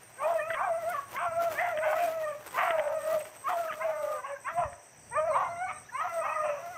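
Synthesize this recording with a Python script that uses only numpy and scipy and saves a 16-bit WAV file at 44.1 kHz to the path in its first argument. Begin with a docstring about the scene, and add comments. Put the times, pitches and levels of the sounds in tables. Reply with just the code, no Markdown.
"""Hounds baying beside a wood

Two hounds bay in turn, their calls overlapping and echoing among the trees. In each bay the vocal
folds scoop up in pitch, break into a rasp as the jaws open, then settle into a long howl.
Close by, someone wades through leaves and twigs. Katydids scrape their wings, and crickets
and a small bird sound from the field."""
import sys
import numpy as np
from scipy import signal
from scipy.fft import rfft, irfft, next_fast_len
from scipy.io import wavfile
from scipy.ndimage import map_coordinates

SR = 44100
rng = np.random.default_rng(int(sys.argv[2]) if len(sys.argv) > 2 else 0)


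def transcribe(u):
    """Save the signal u as a 16-bit wav file named by the first command-line argument.

    u: samples, shape (n,) or (channels, n), limited to [-1, 1]; the rate is SR.
    q: integer samples, one column per channel.
    """
    v = np.clip(np.atleast_2d(u).T, -1, 1)
    q = np.round(v * 32767).astype(np.int16)
    wavfile.write(sys.argv[1], SR, q)


N = 298557
TIME = np.arange(N) / SR

# Levels are relative within a table; a source may add its own trim.
# spectrum of still air: frequency_hz, gain_db
AIR_SPECTRUM = [(100,-17),(300,-2.5),(700,6),(1200,-4.5),(1800,0),(2600,-5),(4000,-18),(7000,-11),(10000,-25),(13000,-17.5),(15500,-22)]
# handling noise and distant rumble: time_s, level_db
RUMBLE_LEVELS = [(0, -64.5), (.5, -62.5), (1.0, -61.5), (1.3, -57), (1.9, -64), (2.65, -61.5), (3.4, -63.5),
                 (4.35, -65), (4.66, -56), (4.83, -74), (5.12, -58), (5.5, -55.5), (5.9, -63.5),
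                 (6.77, -61)]
# spectrum of the rumble: frequency_hz, gain_db
RUMBLE_SPECTRUM = [(20,-22),(40,-13),(70,-4.5),(115,3.5),(170,-2),(250,-8),(500,-19.5),(900,-59)]
# steady rustle, which dies away while the walker stands: time_s, level_db
RUSTLE_LEVELS = [(0, -61), (3.9, -57), (4.3, -78), (5.0, -90), (6.0, -71), (6.77, -58)]
# leafy branches sweeping past: peak_s, rise_s, fall_s, level_db
BRANCH_SWEEPS = [(.28, 0.13, 0.26, -50), (.51, .05, 0.071, -50.5), (.91, 0.18, 0.17, -48.5),
                 (1.15, 0.079, 0.029, -45.5), (1.417, 0.03, 0.12, -43.5), (1.55, 0.23, 0.15, -45),
                 (1.69, 0.067, 0.1, -49), (1.89, 0.13, .2, -49.5), (2.05, 0.23, 0.19, -44),
                 (2.22, 0.11, 0.15, -51), (2.472, .025, 0.055, -46), (2.56, 0.082, 0.24, -43),
                 (3.14, .2, .2, -44.5), (3.49, 0.079, 0.17, -48), (3.58, .12, 0.38, -49.5),
                 (4.125, 0.29, 0.1, -50), (4.54, 0.026, 0.042, -56), (5.39, 0.4, 0.22, -62),
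                 (6.17, 0.3, 0.27, -53.5)]
# spectrum of rubbing leaves: frequency_hz, gain_db
LEAF_SPECTRUM = [(150,-19),(300,7.5),(900,12.5),(2500,5),(4000,-4.5),(7000,-4),(10000,-9.5),(12500,-1.5),(15500,-4)]
# cricket chorus: time_s, level_db
CRICKET_LEVELS = [(0.1, -64), (0.52, -63.5), (1.39, -61), (2.4, -63), (4.22, -60.5), (4.95, -60),
                  (6.65, -56.5)]
# evenly paced katydid buzzes: first_s, last_s, approximate_period_s, level_db, pitch_hz
KATYDID_RUNS = [(0.047, 1.097, .175, -60, 8760), (0.164, 1.224, .177, -57.5, 8350),
                (1.346, 2.505, .23, -57, 8290), (2.676, 3.398, .178, -54.5, 8250),
                (3.61, 3.999, .195, -60, 8220), (4.166, 5.002, .139, -59, 8170),
                (5.139, 6.387, .207, -53, 8355)]
# the bird's long slurs: start_s, length_s, start_hz, middle_hz, end_hz, level_db
BIRD_SLURS = [(0.061, 0.065, 3510, 4080, 3710, -71), (4.985, 0.14, 4560, 4640, 4430, -71),
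              (5.264, 0.14, 4900, 4030, 3760, -62), (6.094, 0.061, 4210, 5130, 5190, -68),
              (6.306, 0.108, 3810, 4890, 5330, -66)]
# each bay's opening scoop and timbre (third harmonics are relative to the second):
# start_s, scoop_length_s, scoop_hz, scoop_db, scoop_third_db, howl_third_db, growl_db
BAYS = [(.18, 0.057, 549, -39.5, -15, -1.5, -57), (.55, 0.026, 555.4, -34.5, -8.5, -8.5, -66),
        (1.146, 0.032, 539, -32, -9, -14, -48), (1.549, 0.051, 581.5, -47, 7, -6.5, -52),
        (1.81, .035, 506.8, -41, 3, -7, -50.5), (2.531, 0.15, 500.8, -44, -11, -19, -47),
        (2.54, 0.027, 533.9, -30, -22, -9, -51), (3.441, 0.041, 568, -29.5, -17, -24, -54),
        (3.797, 0.039, 514.8, -36, -8, -9.5, -44.5), (4.225, 0.048, 543, -43.5, -12, -0.5, -60),
        (4.446, 0.057, 535.4, -36.5, -6, -6, -59), (5.111, 0.089, 488, -36.5, -13, -16, -45.5),
        (5.311, 0.032, 543.5, -27.5, -20, -4.5, -68), (5.664, 0.033, 616, -36, -21, -7, -66),
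        (5.921, 0.098, 515.5, -33, -12.5, -10.5, -50.5), (6.2, .07, 497, -46, -4, -7, -50)]
# the howl after each scoop, one list per bay: time_s, pitch_hz, fundamental_db, overtones_db
HOWLS = [
    [(.26, 623.5, -32.5, -43.5), (.3, 701, -34, -66), (.34, 672, -25.5, -51.5), (.41, 595, -40.5, -42),
     (.49, 668.4, -34, -44.5), (.54, 650, -40, -40), (.57, 582, -48, -47)],
    [(.64, 814, -33, -39), (.68, 716.4, -29.5, -50.5), (.72, 662, -28.5, -46.5), (.8, 676, -36.5, -50.5),
     (.85, 636.5, -32, -49), (.92, 739, -36, -42), (.95, 577, -46, -40), (1.0, 552, -62, -40)],
    [(1.23, 714.5, -37.5, -41), (1.31, 657, -40, -46.5), (1.41, 690.6, -32.5, -42), (1.48, 670, -32, -42.5),
     (1.55, 578, -49, -50)],
    [(1.62, 714, -28, -51), (1.71, 692, -36, -41), (1.75, 605, -35, -53.5), (1.84, 639, -31.5, -46),
     (1.9, 607.3, -31, -48), (1.97, 652, -34.5, -40), (2.01, 617, -37, -68)],
    [(1.89, 743, -44, -52), (1.93, 713.5, -40.5, -47), (2.05, 686, -30.5, -64), (2.1, 642.4, -38, -49),
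     (2.16, 652, -39.5, -49), (2.22, 628, -33, -41), (2.33, 587.4, -39, -41), (2.36, 556, -49, -65)],
    [(2.66, 690, -35.5, -43), (2.75, 650, -34, -52), (2.83, 582.2, -34, -65), (3.02, 562.4, -43, -67),
     (3.13, 611.5, -36, -41.5), (3.19, 567, -40.5, -58)],
    [(2.6, 784, -34.5, -54), (2.7, 682, -32, -44), (2.75, 622, -33.5, -51), (2.88, 592, -32, -57),
     (2.94, 635.5, -34, -51), (3.02, 610, -44, -48), (3.13, 656, -29, -42.5), (3.23, 578, -37.5, -70)],
    [(3.5, 734, -35.5, -58), (3.55, 699, -36, -53), (3.6, 678, -33.5, -42.5), (3.75, 604, -44.5, -47),
     (3.85, 653, -30, -52), (3.95, 616, -37.5, -51), (4.14, 604, -35.5, -40), (4.2, 590, -47, -48)],
    [(3.88, 583, -57, -45), (3.95, 598, -48, -50.5), (4.02, 581, -32, -61), (4.09, 563, -36, -64),
     (4.21, 491, -55, -41)],
    [(4.3, 554, -39.5, -50.5), (4.34, 555, -35.5, -54), (4.37, 535, -57, -49)],
    [(4.5, 647.7, -48.5, -49), (4.55, 673.2, -38.5, -51), (4.6, 712.3, -29, -59),
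     (4.64, 639.5, -36.5, -42.5), (4.67, 568, -38, -48), (4.7, 560, -53, -73)],
    [(5.17, 601, -38.5, -35.5), (5.2, 614.4, -30.5, -36.5), (5.24, 648, -30, -55),
     (5.28, 680, -30.5, -35.5), (5.32, 590.4, -31.5, -48), (5.37, 535, -47, -48), (5.44, 536, -50, -52)],
    [(5.39, 757.3, -55, -56), (5.44, 705, -51, -50), (5.5, 687.6, -37.5, -47.5), (5.58, 693, -45.5, -53),
     (5.62, 730, -34.5, -46), (5.67, 748.6, -32.5, -46.5), (5.72, 710, -70, -54)],
    [(5.73, 595, -51, -50), (5.79, 608, -83, -55)],
    [(6.02, 639, -47.5, -57), (6.05, 732, -36, -48), (6.1, 669, -50, -41.5), (6.15, 676, -33.5, -43.5),
     (6.21, 635, -38, -39.5), (6.32, 625, -48, -33.5), (6.42, 613, -32.5, -40.5), (6.54, 583.5, -36.5, -52),
     (6.61, 549, -48, -50)],
    [(6.29, 594.5, -44.5, -39), (6.35, 660.4, -44, -49), (6.44, 690, -43, -56), (6.5, 651, -47, -40.5),
     (6.56, 635, -57, -60), (6.63, 680, -46, -53), (6.73, 725, -41, -55.5), (6.77, 644, -49, -40)],
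]
# voice breaks: start_s, length_s, first_mouth_hz, last_mouth_hz, first_db, last_db, edge_db
RASPS = [(.19, 0.15, 860, 754, -41.5, -34, -51), (.57, 0.13, 1140, 720, -34, -37, -47),
         (0.926, 0.094, 950, 1300, -62, -51, -44.5), (1.179, .1, 1300, 890, -36, -40, -38.5),
         (1.585, 0.13, 820, 870, -39.5, -41, -32), (1.831, 0.12, 800, 950, -38, -36.5, -31),
         (1.98, 0.11, 760, 750, -47, -54, -37.5), (2.575, 0.17, 980, 800, -30, -42, -33),
         (2.73, 0.21, 835, 775, -41.5, -41.5, -48), (3.481, 0.076, 1180, 744, -39, -37.5, -41.5),
         (3.802, .12, 780, 756, -48, -44, -46), (4.225, 0.11, 786, 990, -42, -52, -42.5),
         (4.468, 0.055, 1140, 1240, -34, -43, -42.5), (4.577, 0.084, 780, 790, -34, -42, -48),
         (5.346, 0.14, 1050, 820, -26.5, -37.5, -50), (5.684, 0.041, 1210, 1170, -39, -44, -33.5),
         (5.992, .1, 1130, 1070, -41.5, -44, -51), (6.242, 0.15, 1080, 1090, -35, -51, -56),
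         (6.443, 0.2, 760, 870, -37, -57, -44.5)]
# upper throat resonances, the voice's edge: frequency_hz, gain_db
THROAT_EDGE = [(900, -37), (1500, 5.5), (1900, 3), (2450, 5), (2800, -3.5), (3200, -10), (4500, -66)]
# what the throat lets through: frequency_hz, gain_db
THROAT_BAND = [(300, -40.5), (480, -14), (680, 2), (1500, -3), (2700, -6), (3400, 1), (5000, -20)]
# reverberation among the trees: frequency_hz, t60_s
WOOD_DECAY = [(200,1),(700,0.49),(2000,0.66),(5000,0.054)]
# boots on turf: start_s, level_db, pitch_hz
FOOTFALLS = [(.488, -51, 100), (3.129, -40.5, 188), (4.524, -50, 120), (4.585, -40, 130),
             (4.632, -37.5, 110), (4.652, -40, 100), (4.723, -46.5, 98)]
# squeaks, likely of green stems: start_s, length_s, start_hz, middle_hz, end_hz, level_db
STEM_SQUEAKS = [(.5,0.015,2080,1600,1390,-29.5),(3.195,0.029,2990,2680,2300,-46.5),(3.672,.04,1890,1512,1310,-37.5),(3.684,0.041,3040,2510,2100,-44),(5.885,0.024,1820,1760,1720,-43.5)]
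# twigs breaking: start_s, level_db
TWIG_CRACKS = [(0.5032, -26.5), (0.5342, -25), (0.5436, -21), (1.1647, -26), (1.446, -38), (1.7736, -25),
               (1.7858, -26), (2.7058, -17), (2.7817, -27.5), (2.7943, -23.5), (2.8758, -31), (3.2047, -34),
               (3.2538, -35), (3.711, -30), (3.723, -22.5), (3.739, -29.5), (4.7297, -38.5)]
# spectrum of a crack: frequency_hz, gain_db
TWIG_SPECTRUM = [(300,-3),(900,2),(1450,7.5),(1900,12.5),(2500,1.5),(3200,2.5),(4500,-51),(14000,-47)]
# single leaves flicking: start_s, level_db
LEAF_TICKS = [(0.8994, -27), (1.1468, -46), (1.4167, -39), (1.4394, -42), (1.5194, -52), (1.913, -29.5),
              (2.074, -42), (2.468, -33), (3.0729, -37), (3.1294, -30), (3.1938, -30), (4.13, -61),
              (4.5336, -54), (4.6788, -53), (4.8344, -49)]
# a thin, very high insect trill: time_s, level_db
TRILL_LEVELS = [(3.6,-100),(3.75,-89),(4.1,-67),(4.2,-87),(4.35,-75),(4.6,-73),(4.7,-100)]

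SCOOP_ATTACK_S = .03  # the scoop climbs in pitch and level for this long


def amp(db):
    """Decibels to amplitude ratio."""
    return 10 ** (np.asarray(db) / 20)


def unit(x):
    """Normalisation to rms 1."""
    return x / np.sqrt(np.mean(x ** 2) + 1e-20)


def along(points, hz):
    """Interpolation on a logarithmic frequency axis."""
    frequencies, values = np.transpose(points)
    return np.interp(np.log(hz + 1), np.log(frequencies + 1), values)


def curves(rows, t):
    """Linear interpolation of each column after the first, at times t."""
    times, *columns = np.transpose(rows)
    return [np.interp(t, times, column) for column in columns]


def wobble(rate, n):
    """Smooth random modulation: n samples, rate knots a second."""
    return map_coordinates(rng.standard_normal(int(n * rate / SR) + 4), [np.arange(n) * rate / SR])


def filtered(x, response):
    """Linear filtering: the spectrum is multiplied by a frequency response."""
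    size = next_fast_len(len(x) + 8192)
    return irfft(rfft(x, size) * response(np.fft.rfftfreq(size, 1 / SR)), size)[:len(x)]


def coloured(x, spectrum):
    """Spectral shaping, at rms 1."""
    return unit(filtered(x, lambda hz: amp(along(spectrum, hz))))


def resonance(hz, centre, width):
    """A Lorentzian resonance curve."""
    return 1 / (1 + ((hz - centre) / width) ** 2)


def band(centre_hz, width_hz, n):
    """Narrow-band noise of rms 1."""
    return unit(filtered(rng.standard_normal(n), lambda hz: resonance(hz, centre_hz, width_hz)))


def add(track, start_s, x):
    """Superposition of x on the track."""
    i = max(round(start_s * SR), 0)
    track[i:i + len(x)] += x[:max(N - i, 0)]


def span(start, end, fade_s):
    """Sample times and a gate with raised-cosine ends."""
    t = np.arange(start - fade_s, end + fade_s, 1 / SR)
    ramp = np.clip(np.minimum(t - t[0], t[-1] - t) / (2 * fade_s), 0, 1)
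    return t, np.sin(np.pi / 2 * ramp) ** 2


def glides(rows, jitter):
    """Frequency modulation: short tones follow a parabola through three pitches."""
    track = np.zeros(N)
    for start, length, *pitches, db in rows:
        progress = np.linspace(0, 1, int(length * SR))
        hz = np.polyval(np.polyfit([0, .5, 1], pitches, 2), progress)
        hz *= 1 + jitter * wobble(380, len(hz))
        add(track, start, amp(db) * np.sin(np.pi * progress) * np.sin(2 * np.pi * np.cumsum(hz) / SR))
    return track


def still_air():
    """Stationary broadband noise forms the ambient floor."""
    return amp(-59) * coloured(rng.standard_normal(N), AIR_SPECTRUM)


def rumble():
    """Handling and distant rumble are low-frequency noise of wavering level."""
    level_db = curves(RUMBLE_LEVELS, TIME)[0] + 1.6 * wobble(12, N)
    return amp(level_db) * coloured(rng.standard_normal(N), RUMBLE_SPECTRUM)


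def leaf_rustle(sweep_range_db=15.5, trim_db=3):
    """Friction: leaves hiss in fine grains as each branch sweeps past the walker."""
    sweeps = [db - sweep_range_db * np.maximum((peak - TIME) / rise, (TIME - peak) / fall)
              for peak, rise, fall, db in BRANCH_SWEEPS]
    level_db = np.max(sweeps + curves(RUSTLE_LEVELS, TIME), axis=0)
    grains = amp(2.5 * wobble(500, N) + 1.9 * wobble(40.19, N))
    return amp(level_db + trim_db) * unit(grains * coloured(rng.standard_normal(N), LEAF_SPECTRUM))


def crickets(trim_db=-4):
    """Incoherent summation: many crickets merge into one narrow band of noise."""
    return amp(curves(CRICKET_LEVELS, TIME)[0] + trim_db) * band(5900, 280, N)


def katydids(buzz_s=.11, stroke_hz=(54, 116.64), stroke_depth=.56, trim_db=-1):
    """Stridulation: wing strokes modulate each narrow-band buzz, over a distant chorus."""
    track = amp(-65 + 4.9 * wobble(22, N)) * band(8320, 400, N)
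    n = int(buzz_s * SR)
    for first, last, period, db, hz in KATYDID_RUNS:
        for centre in np.linspace(first, last, round((last - first) / period) + 1):
            strokes = rng.uniform(*stroke_hz) * TIME[:n] + rng.random()
            wings = 1 + stroke_depth * np.sin(2 * np.pi * strokes)
            buzz = signal.windows.tukey(n, .5) * wings * band(hz + 35 * rng.standard_normal(), 125, n)
            add(track, centre - buzz_s / 2, amp(db + trim_db + 2.1 * rng.standard_normal()) * buzz)
    return track


def bird(note_s=.062, note_hz=(3400, 4330, 3850), note_db=-65.5, variety=.096):
    """Frequency-modulated whistles: long slurs, and a twitter of one arched note, varied each time."""
    twitter = [(start, note_s, *np.multiply(note_hz, 1 + variety * rng.standard_normal(3)), note_db)
               for start in np.arange(5.47, 6.06, .089)]
    return glides(list(BIRD_SLURS) + twitter, jitter=.015)


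def bay_pitch(bay, contour, t, climb_hz_per_s=1600):
    """The fundamental frequency scoops up linearly, then joins the howl's contour."""
    start, _, scoop_hz = bay[:3]
    scoop = [(start, scoop_hz - climb_hz_per_s * SCOOP_ATTACK_S), (start + SCOOP_ATTACK_S, scoop_hz)]
    return curves(scoop + [row[:2] for row in contour], t)[0]


def howl(bay, contour, jitter=.01127, flutter_db=2.33, drift_db=1.87, bite_db=-21.5):
    """Vocal-fold oscillation gives a harmonic series; uneven alternate cycles add half orders."""
    start, scoop_s, _, scoop_db, scoop_third_db, howl_third_db, growl_db = bay
    t, gate = span(start, contour[-1][0], fade_s=.008)
    n, age = len(t), t - start
    pitch = bay_pitch(bay, contour, t) * (1 + jitter * wobble(90.7, n))
    phase = 2 * np.pi * np.cumsum(pitch) / SR
    _, fundamental_db, overtones_db = curves(contour, t)
    # the howl swells up under a scoop made of overtones alone
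    swell = amp(-27.5 * np.clip(1 - age / (contour[0][0] - start), 0, 1))
    attack_db = -11 * np.maximum(1 - age / SCOOP_ATTACK_S, 0)
    release_db = -20 * np.maximum(age - scoop_s, 0) / .018
    scoop = amp(scoop_db + attack_db + release_db)
    second = scoop + swell * amp(overtones_db)
    third = scoop * amp(scoop_third_db) + swell * amp(overtones_db + howl_third_db)
    # the top harmonics yelp through the throat's upper resonances and fade as the jaws close
    yelp = third + scoop * amp(bite_db)
    top = [yelp * amp(db + along(THROAT_EDGE, k * pitch) - 12 * age) for k, db in [(4, -8), (5, -13)]]
    hoarseness = np.interp(age, [.03, .1], [.36, .46])
    tone = np.zeros(n)
    for k, gain in enumerate([swell * amp(fundamental_db), second, third] + top, 1):
        flutter = flutter_db * wobble(64.8, n)
        drift = drift_db * np.minimum(wobble(18.24, n), .5)  # paths through the trees fade each harmonic
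        phase_blur = (hoarseness * (k - 1) + .3) * wobble(109.75, n)
        tone += gain * amp(np.sqrt(k) * (flutter + drift)) * np.sin(k * phase + phase_blur)
    half_orders = sum(np.sin((k + .5) * phase + wobble(69.35, n)) / k for k in range(1, 4))
    growl = swell * amp(growl_db + 1 - 26.5 * age) * half_orders  # clears as the howl settles
    return np.sqrt(2) * gate * (tone + growl), t[0]


def rasp(row, mouth_width_hz=280, ring_t60_s=.011, breath=.22, edge_fade_db=15):
    """Source and filter: folds slap unevenly at half the pitch; the jaws move the mouth's resonance."""
    start, length, first_hz, last_hz, first_db, last_db, edge_db = row
    t, gate = span(start, start + length, fade_s=.012)
    n = len(t)
    begun = [(bay, contour) for bay, contour in zip(BAYS, HOWLS) if bay[0] < t.mean()]
    bay, contour = max(begun, key=lambda pair: pair[0][0])  # the latest bay
    slap_hz = bay_pitch(bay, contour, t) / 2 * np.exp(.07 * wobble(250, n))
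    slaps = np.diff(np.floor(np.cumsum(slap_hz) / SR), prepend=0) * amp(3 * rng.standard_normal(n))
    throat_ring = rng.standard_normal(SR // 50) * amp(-60 * TIME[:SR // 50] / ring_t60_s)
    source = unit(signal.fftconvolve(slaps, throat_ring)[:n]) + breath * rng.standard_normal(n)
    hz, frames, spectra = signal.stft(source, SR, nperseg=512)
    mouth_hz = np.interp(t[0] + frames, [start, start + length], [first_hz, last_hz])
    tract = amp(along(THROAT_BAND, hz))[:, None] * resonance(hz[:, None], mouth_hz, mouth_width_hz)
    voiced = unit(signal.istft(spectra * tract, SR, nperseg=512)[1][:n])
    progress = np.clip((t - start) / length, 0, 1)
    body = amp(first_db + (last_db - first_db) * progress + 2.5) * voiced
    # the edge fades as the jaws close
    edge = amp(edge_db - 1 - edge_fade_db * progress) * coloured(source, THROAT_EDGE)
    onset = np.clip((t - bay[0] - .011) / .038, 0, 1)  # the voice breaks as the scoop climbs
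    return gate * onset * (body + edge), t[0]


def hounds(howl_trim_db=.56):
    """Superposition of both dogs' howls and their harsh breaks."""
    track = np.zeros(N)
    for bay, contour in zip(BAYS, HOWLS):
        sound, start = howl(bay, contour)
        add(track, start, amp(howl_trim_db) * sound)
    for row in RASPS:
        sound, start = rasp(row)
        add(track, start, sound)
    return track


def tree_echo(x, near_db=-12, far_db=-16, near_t60_s=.19):
    """Scattering by near trunks and reverberation of the wood; the paths change as the dogs run."""
    track = np.zeros(N)
    hop = SR // 3
    for centre in range(0, N + hop, hop):
        start, end = max(centre - hop, 0), min(centre + hop, N)
        crossfade = 1 - abs(np.arange(start, end) - centre) / hop
        hz, t, spectra = signal.stft(rng.standard_normal(SR), SR, nperseg=256)
        decay = amp(-60 * t / along(WOOD_DECAY, hz)[:, None])
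        far = signal.istft(spectra * decay, SR, nperseg=256)[1][:SR]
        near = rng.standard_normal(SR) * amp(-60 * TIME[:SR] / near_t60_s)
        response = (amp(far_db) * unit(far) + amp(near_db) * unit(near)) / np.sqrt(SR)
        add(track, start / SR, signal.fftconvolve(x[start:end] * crossfade, response))
    return track


def footfalls(attack_s=.0014, t60_s=.15, width_hz=42, trim_db=-3):
    """Damped impact: boots on turf give soft, low thuds."""
    track, t = np.zeros(N), TIME[:SR // 4]
    envelope = (1 - np.exp(-t / attack_s)) * amp(-60 * t / t60_s)
    for start, db, hz in FOOTFALLS:
        add(track, start, amp(db + trim_db) * envelope * band(hz, width_hz, len(t)))
    return track


def stem_squeaks():
    """Friction, likely between green stems, gives short, rough, falling tones."""
    return glides(STEM_SQUEAKS, jitter=.044)


def twig_cracks(attack_s=.00039, t60_s=.035, trim_db=-6):
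    """Fracture: each twig releases a burst of noise that decays exponentially."""
    track, t = np.zeros(N), TIME[:SR // 10]
    envelope = (1 - np.exp(-t / attack_s)) * amp(-60 * t / t60_s)
    for start, db in TWIG_CRACKS:
        noise = coloured(rng.standard_normal(len(t)), TWIG_SPECTRUM)
        add(track, start, amp(db + trim_db) * envelope * noise)
    return track


def leaf_ticks(t60_s=.017, trim_db=-8):
    """Light impact: dry leaves flick against the walker in brief, bright transients."""
    track, t = np.zeros(N), TIME[:SR // 20]
    for start, db in LEAF_TICKS:
        noise = coloured(rng.standard_normal(len(t)), [(1500, -26), (5000, -7), (9000, 10), (12000, 14)])
        add(track, start, amp(db + trim_db - 60 * t / t60_s) * noise)
    return track


def insect_trill():
    """Amplitude modulation: an insect's thin, high band of noise swells and fades."""
    return amp(curves(TRILL_LEVELS, TIME)[0]) * band(11850, 90, N)


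def scene():
    """Superposition of far voices and their echo, the nearby walker, insects and still air."""
    far = hounds() + bird()
    near = leaf_rustle() + twig_cracks() + rumble() + footfalls() + leaf_ticks() + stem_squeaks()
    return (near + insect_trill() + still_air() + far + tree_echo(far) + crickets() + katydids())[None]


def record(dry, cutoff_hz=15600):
    """Band limiting: an ideal low-pass filter removes the highest treble."""
    return filtered(dry[0], lambda hz: hz < cutoff_hz)[None]


dry = scene()
out = record(dry)
transcribe(out)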